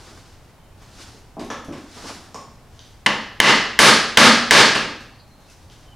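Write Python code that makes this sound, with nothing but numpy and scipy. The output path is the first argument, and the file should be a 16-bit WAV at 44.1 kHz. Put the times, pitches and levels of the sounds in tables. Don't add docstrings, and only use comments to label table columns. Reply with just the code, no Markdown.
import sys
import numpy as np
from scipy import signal
from scipy.fft import rfft, irfft, next_fast_len
from scipy.io import wavfile
from scipy.ndimage import map_coordinates

SR = 44100
rng = np.random.default_rng(int(sys.argv[2]) if len(sys.argv) > 2 else 0)


def transcribe(signal):
    frames = np.atleast_2d(signal).T
    limited = np.clip(frames, -1, 1)
    pcm = np.round(limited * 32767).astype(np.int16)
    wavfile.write(sys.argv[1], SR, pcm)


def boost_factor(decibels):
    exponent = np.asarray(decibels, float) / 20
    return 10 ** exponent


N = 262395
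RING = 9000

# start in seconds, strength in dB, room share in dB,
# contact cut-off in Hz (higher is harder), housing thump in dB.
BLOWS = [
    (3.0619, -6.5, -2.5, 3860, -20.5),
    (3.0649, -5.5, -44, 5000, -45),
    (3.4016, 11.5, -5.5, 7000, -26.5),
    (3.7902, 7.5, 0.5, 14600, -22.5),
    (4.1718, -3, -7.5, 2500, -17.5),
    (4.1733, 7, 1.5, 8100, -18),
    (4.509, 8, 0.5, 8400, -29.5),
    (4.7514, -15, 3, 4400, -18.5),
]
# frequency in Hz, left-right likeness from 0 to 1.
FLOOR_ALIKE = [(60, 0.96), (180, 0.88), (550, 0.88), (1650, 0.91), (4970, 0.4), (15000, 0.25)]


def at_hz(points, hz):
    return np.interp(np.log(hz), np.log(np.array(points)[:, 0]), np.array(points)[:, 1])


def peaks_db(peaks, hz):
    return sum(db * np.exp(-(2 * (hz - top_hz) / width_hz) ** 2) for top_hz, width_hz, db in peaks)


def rms_one(x):
    return x / np.sqrt(np.mean(x ** 2) + 1e-20)


def drift(rate_hz):
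    places = np.arange(N) / SR * rate_hz * 2
    return map_coordinates(rng.standard_normal(2000), [places], order=3)


def dull(x, hz):
    return signal.lfilter(*signal.butter(1, min(hz, 0.45 * SR), fs=SR), x)


def strike(modes, spread_db):
    t, chance = np.arange(RING) / SR, rng.standard_normal(len(modes))
    out = 0
    for k, (hz, db, t60_s) in enumerate(modes):
        decay = boost_factor(db + spread_db * chance[k] - 60 * t / t60_s)
        out = out + (-1) ** k * decay * np.sin(2 * np.pi * hz * t)
    return out


def add(track, sound, s):
    at = round(s * SR)
    track[at:at + len(sound)] += sound[:N - at]


def stereo(mid, side, likeness):
    c = np.clip(likeness, 0, 1)
    return np.sqrt(1 + c) * mid + np.sqrt(1 - c) * side * [[1], [-1]]


def steady(spectrum, alike):
    size = next_fast_len(N)
    hz = np.fft.rfftfreq(size, 1 / SR) + 1
    mid, side = rfft(rng.standard_normal((2, size))) * boost_factor(at_hz(spectrum, hz))
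    return rms_one(irfft(stereo(mid, side, at_hz(alike, hz)), size)[:, :N])


def noise_floor():
    # frequency in Hz, density in dB per Hz.
    floor_colour = [(12, -30.5), (20, 1), (90, -5.5), (482, -18), (539, -17), (843, -16.5), (1320, -23.5),
                    (4140, -32), (4630, -33), (15800, -39)]
    return boost_factor(-48.5) * steady(floor_colour, FLOOR_ALIKE)


def far_rumble():
    # frequency in Hz, density in dB per Hz.
    rumble_colour = [(15, -5), (30, -16.5), (100, 5.5), (140, -2.5), (250, -35.5), (1000, -86)]
    return boost_factor(-53 + 2.0 * drift(18)) * steady(rumble_colour, FLOOR_ALIKE)


def bands(size, alike, gain):
    out, edges = 0, 20 * 2 ** (np.arange(30) / 3)
    run_in = 4000
    white = rng.standard_normal((2, 2, size + run_in))
    for k, (low, high) in enumerate(zip(edges, edges[1:])):
        hz = np.sqrt(low * high)
        band = signal.butter(2, [low, high], "band", fs=SR, output="sos")
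        mid, side = signal.sosfilt(band, white[k % 2])[:, run_in:]
        out = out + gain(hz) * stereo(mid, side, at_hz(alike, hz))
    return out


def garage(x):
    # frequency in Hz, left-right likeness from 0 to 1.
    room_alike = [(60, .995), (180, .9998), (550, .9997), (1100, .998), (2200, .982), (4400, .925),
                  (8000, .78), (15000, .5)]
    # frequency in Hz, reverberation time in seconds.
    room_t60 = [(100, 0.49), (260, 0.65), (600, 0.61), (1800, 0.67), (3000, 0.63), (4800, 0.67),
                (9000, 0.47), (14000, 0.38)]
    # frequency in Hz, level of the reflections in dB.
    room_colour = [(60, -6.5), (200, -4.5), (330, -3), (480, -0.5), (620, -4.5), (1000, -0.7), (5000, -4.5),
                   (15000, -2)]
    # frequency in Hz, level in dB, t60 in seconds.
    room_modes = [(142, -63.5, .6), (223.8, -63, 0.66), (244, -59, .7), (294.1, -61, .5),
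                  (400, -62.5, 0.71)]
    t = np.arange(SR) / SR

    def envelope(hz):
        build_up = 1 - np.exp(-t / (0.001 + 0.88 / hz))
        return boost_factor(at_hz(room_colour, hz) - 60 * t / at_hz(room_t60, hz)) * build_up

    echo = bands(SR, room_alike, envelope)
    echo = echo / np.sqrt(np.sum(echo ** 2) / 2)
    waves = sum(boost_factor(db - 60 * t / t60_s) * np.sin(2 * np.pi * hz * t) for hz, db, t60_s in room_modes)
    echo = echo + waves * (1 - np.exp(-t / 0.02))
    size = next_fast_len(N + SR)
    return irfft(rfft(x, size) * rfft(echo, size), size)[:, :N]


def bird():
    # start in seconds, length in seconds, pitch in Hz, level in dB.
    whistles = [
        (0.605, .1, 3100, -66),
        (2.86, 0.11, 3150, -70),
        (5.135, 0.16, 4360, -59.5),
        (5.18, .06, 4750, -62),
        (5.203, .07, 4020, -64),
        (5.378, 0.092, 3750, -66),
        (5.311, .16, 4190, -62),
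        (5.491, 0.018, 2650, -57),
        (5.86, .1, 3120, -60),
        (5.89, .07, 3010, -59),
    ]
    sag_hz_per_s, fade_db_per_s, edge_s = 340, 39.5, 0.02
    t, out = np.arange(N) / SR, 0
    flicker, waver = boost_factor(3.3 * drift(30)), 1 + 0.013 * drift(90)
    for s, length_s, hz, db in whistles:
        gate = np.clip(np.minimum(t - s, s + length_s - t) / edge_s + 1, 0, 1) ** 2
        since = np.clip(t - s, 0, length_s)
        cycles = np.cumsum((hz - sag_hz_per_s * since) * waver) / SR
        out = out + gate * boost_factor(db - fade_db_per_s * since) * np.sin(2 * np.pi * cycles)
    return flicker * out


def scuffs():
    # time of the top in seconds, swell in seconds, hiss in dB, drag in dB.
    steps = [(.09, 1.5, -49, -48), (.19, 0.38, -55, -54.5), (0.302, 0.37, -55.5, -60),
             (.5, 0.62, -64.5, -58.5), (0.818, 0.08, -57, -57), (1.022, 0.19, -43.5, -46.5),
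             (1.15, .15, -55, -73), (1.78, .06, -51, -49.5), (1.98, 0.17, -44, -54),
             (2.089, 0.19, -37.5, -36), (2.29, 0.18, -76, -62), (2.56, .2, -65, -61),
             (2.76, 0.21, -59.5, -66), (2.81, .03, -55.5, -60.5), (2.88, .1, -56, -63.5),
             (5.4, 0.18, -70, -65), (5.51, .12, -53.5, -71.5), (5.63, 0.089, -60, -66),
             (5.72, 0.031, -53, -61.5), (5.83, .1, -59, -62)]
    # frequency in Hz, density in dB per Hz.
    hiss_colour = [(880, -27), (1500, -4), (1680, -9), (2400, -8), (5300, -5), (7720, -12), (10400, -17),
                   (15000, -34)]
    # frequency in Hz, density in dB per Hz.
    drag_colour = [(60, -32), (120, -7), (230, 2), (600, -4), (1200, -3.5), (2200, -15), (5000, -61)]
    # frequency in Hz, left-right likeness from 0 to 1.
    scuff_alike = [(60, 0.94), (240, 0.98), (950, 1), (3770, 0.96), (15000, 0.47)]
    rise_db, fall_db_per_s = 20, 80
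    t, hiss, drag = np.arange(N) / SR, 0, 0
    for s, swell_s, hiss_db, drag_db in steps:
        shape_db = np.minimum(rise_db * (t - s) / swell_s, fall_db_per_s * (s - t))
        hiss = np.hypot(hiss, boost_factor(hiss_db + shape_db))
        drag = np.hypot(drag, boost_factor(drag_db + shape_db))
    hiss = hiss * boost_factor(0.79 * drift(18)) * steady(hiss_colour, scuff_alike)
    return hiss + drag * boost_factor(2.1 * drift(25)) * steady(drag_colour, scuff_alike)


def knocks():
    # start in seconds, thud in dB, ring in dB, broad knock in dB, its cut-off in Hz.
    touches = [
        [(1.143, -50.5, -73, -36, 250), (1.368, -34.5, -65, -23, 900), (1.385, -35.5, -64, -23, 1300),
         (2.04, -46, -75, -28, 400), (1.5021, -35, -33.5, -8, 5000), (1.6837, -32, -58.5, -10, 450)],
        [(1.725, -62, -52, -12.5, 4060), (2.3447, -43.5, -37.5, -18, 7000)],
        [(1.3952, -59, -55.5, -14, 7800)],
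        [(.8206, -69, -59.5, -28, 9000), (1.4477, -69, -45, -45, 8950), (1.6478, -74, -46, -35, 8910),
         (5.0066, -78, -52, -28, 8970), (5.28, -70.5, -61, -48, 9000), (5.405, -77, -59, -41, 9000),
         (5.5, -84, -50.5, -44, 9000), (5.565, -71, -63, -45, 8960)],
        [(2.7922, -79, -39.5, -34.5, 6020), (5.6993, -74, -47, -40, 6030), (4.855, -37, -80, -36, 300)],
    ]
    # frequency in Hz, level in dB, t60 in seconds.
    ringing = [
        [(1300, -3.5, 0.042), (1700, 0, 0.023), (3400, -7, 0.014), (5440, -10, 0.035), (5830, -5.5, 0.013),
         (7000, -13, 0.02)],
        [(1102, -3, 0.039), (1390, -10, 0.018), (5280, 1.5, 0.006), (6000, 1, 0.006), (6840, -3, .012),
         (8600, -16, .04), (11140, -24, .02)],
        [(3860, 6, 0.011), (4930, 13.5, 0.015), (6450, -3.5, 0.0059), (8400, -2, 0.01), (8600, -18, 0.0079),
         (10330, -18, 0.037)],
        [(6040, 4, 0.003), (9870, 1, 0.002), (11630, -3, 0.002)],
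        [(3150, -2.5, 0.0083), (3800, -3, .006), (4700, -5, 0.0061), (6020, -6.5, 0.01), (6600, -13.5, 0.0064)],
    ]
    # frequency in Hz, level in dB, t60 in seconds.
    thud_modes = [(163, 1, 0.025), (231, 1, 0.046), (310, 0.5, 0.034), (414, -2, 0.032), (534, -3, 0.039),
                  (709, 0.5, 0.017), (1140, -3, .012)]
    near, sent = np.zeros(N), np.zeros(N)
    click = 1.0 * (np.arange(RING) == 0)
    for group, modes in zip(touches, ringing):
        for s, thud_db, ring_db, knock_db, cut_hz in group:
            thud = boost_factor(thud_db) * dull(strike(thud_modes, spread_db=3.0), cut_hz)
            body = thud + boost_factor(ring_db) * strike(modes, spread_db=0.94)
            knock = boost_factor(knock_db) * dull(dull(dull(click, cut_hz), cut_hz), 8200)
            add(near, boost_factor(7.5) * body + boost_factor(-4) * knock, s)
            add(sent, boost_factor(11.5) * body + boost_factor(11.5) * knock, s)
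    return near, sent


def freed(s):
    from_s, by_s = 3.1, 3.8
    return np.clip((s - from_s) / (by_s - from_s), 0, 1)


def landing(s):
    # frequency in Hz, width in Hz, lift in dB.
    tight = [(930, 510, 5.5), (1800, 340, 6), (2030, 200, 6), (2455, 250, -0.6), (2890, 620, 7.5),
             (3560, 680, 0.5), (4270, 300, 1.5), (4900, 190, -2.5), (5400, 310, 2), (8350, 1300, -5.5),
             (9250, 500, -2.7)]
    # frequency in Hz, width in Hz, lift in dB.
    sliding = [(250, 200, -0.5), (1250, 190, 3), (1650, 260, 2), (2540, 340, -2), (4330, 180, 1.5),
               (7800, 1400, -1.5), (10100, 3400, 3)]
    # time in seconds, frequency in Hz, width in Hz, lift in dB.
    accents = [
        (3.4, 2030, 241, 4),
        (3.4, 2806, 400, 2),
        (3.79, 10100, 1503, 2),
        (3.79, 14980, 2000, -5.5),
        (4.17, 492, 202, -1.5),
        (4.51, 250, 230, -4),
        (4.51, 1250, 301.5, -4),
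        (4.51, 10100, 1800, -3),
        (4.75, 2680, 500, 7.5),
    ]
    free = freed(s)
    held = [(hz, width_hz, db * (1 - free)) for hz, width_hz, db in tight]
    loose = [(hz, width_hz, db * free) for hz, width_hz, db in sliding]
    return held + loose + [peak for at, *peak in accents if abs(at - s) < 0.05]


def clang(peaks):
    # frequency in Hz, density in dB per Hz.
    clang_colour = [(35, -64.5), (60, -31), (133, -4), (175, -8.5), (232, -5.5), (345, -9), (525, -8.5),
                    (711, -9.5), (1690, -7), (4930, -9.5), (9690, -20.5), (15800, -39.5)]
    hz = np.fft.rfftfreq(2 * RING, 1 / SR) + 1
    colour_db = at_hz(clang_colour, hz) + peaks_db(peaks, hz)
    cepstrum = irfft(np.log(boost_factor(colour_db)))
    cepstrum[1:RING] *= 2
    cepstrum[RING + 1:] = 0
    pulse = irfft(np.exp(rfft(cepstrum)))[:RING]
    return pulse / np.sqrt(np.sum(pulse ** 2))


def hammer():
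    # frequency in Hz, level in dB, t60 in seconds.
    steel_modes = [(1005, -15, 0.016), (1168, -4, 0.0025), (1705, -4, .02), (2130, -3.5, 0.025),
                   (2720, -15.5, 0.023), (3100, -1, 0.02), (4540, -13, 0.0035), (5000, -14, 0.0033),
                   (5900, -24.5, 0.013), (7270, -21.5, 0.018), (9300, -4.5, 0.0094), (9590, -15, 0.002)]
    # frequency in Hz, width in Hz, lift in dB.
    freed_steel = [(750, 650, 10), (1643, 360, 4), (3100, 970, 0.5)]
    # frequency in Hz, level in dB, t60 in seconds.
    housing_modes = [(130.3, -4, 0.11), (206.4, -3.5, 0.11), (238, 0.5, 0.17), (283, 1.5, 0.045),
                     (343, -13.5, 0.022), (491, -5.5, 0.089), (920, -4.5, 0.033)]
    # start in seconds, frequency in Hz, level in dB, t60 in seconds.
    pin_tones = [(3.0652, 9300, -24.5, 0.032), (3.0648, 5970, -22, .012), (3.4025, 10850, -25.5, 0.091),
                 (3.7894, 13000, -22, .08), (3.7903, 10750, -19, .06), (3.7903, 13900, -27.5, .05),
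                 (4.7522, 10550, -56, 0.073), (3.0652, 758, -22, 0.025), (3.792, 1660, -2, 0.043),
                 (4.1755, 1565, 3.5, .03), (4.51, 1620, -1.5, 0.046)]
    crack_db, crack_t60_s, clang_db = 0.5, 0.026, 25
    near, sent, t = np.zeros(N), np.zeros(N), np.arange(RING) / SR
    jolt = boost_factor(-22.5 - 60 * t / 0.06) * np.sin(2 * np.pi * 45 * t)
    for s, strength_db, room_db, hard_hz, thump_db in BLOWS:
        pulse = clang(landing(s))
        rattle = boost_factor(crack_db - 60 * t / crack_t60_s) * rng.standard_normal(RING)
        crack = signal.fftconvolve(rattle, pulse)[:RING]
        crack = crack - dull(crack, 900)
        shifted = [(hz, db + freed(s) * peaks_db(freed_steel, hz), t60_s) for hz, db, t60_s in steel_modes]
        steel = -strike(shifted, spread_db=3.0)
        thump = boost_factor(thump_db) * strike(housing_modes, spread_db=3.5)
        direct = dull(crack + steel, hard_hz) + thump - freed(s) * jolt
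        to_room = dull(boost_factor(clang_db) * pulse, hard_hz) + boost_factor(3.5) * thump
        add(near, boost_factor(strength_db) * direct, s)
        add(sent, boost_factor(strength_db + room_db) * to_room, s)
    for s, *mode in pin_tones:
        add(near, strike([mode], spread_db=-6.5), s)
        add(sent, boost_factor(-8) * strike([mode], spread_db=-1.5), s)
    return near, sent


def scene():
    background = noise_floor() + far_rumble()
    calls = bird()
    small, small_sent = knocks()
    blows, blows_sent = hammer()
    direct = blows + small + boost_factor(0.5) * calls
    reverberant = garage(blows_sent + small_sent + boost_factor(-11) * calls)
    return direct + reverberant + scuffs() + background


def band_limit(x):
    return signal.sosfilt(signal.butter(12, 15970, fs=SR, output="sos"), x)


def record(dry):
    delay_s, fall_s, rise_s = 0.00063, 0.001, 0.1
    threshold_db, duck_per_db = -1, 1.49
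    t, duck = np.arange(N) / SR, np.zeros(N)
    for s, strength_db, *_ in BLOWS:
        start, duck_db = s + delay_s, duck_per_db * (strength_db - threshold_db)
        dip = np.interp(t, [start, start + fall_s, start + rise_s], [0, duck_db, 0])
        duck = np.maximum(duck, dip)
    ducked = dry * boost_factor(-duck)
    squared = ducked / (1 + np.abs(ducked) ** 8) ** (1 / 8)
    rolled = signal.sosfilt(signal.butter(2, 15000, fs=SR, output="sos"), squared)
    return band_limit(rolled)


dry = scene()
out = record(dry)
transcribe(out)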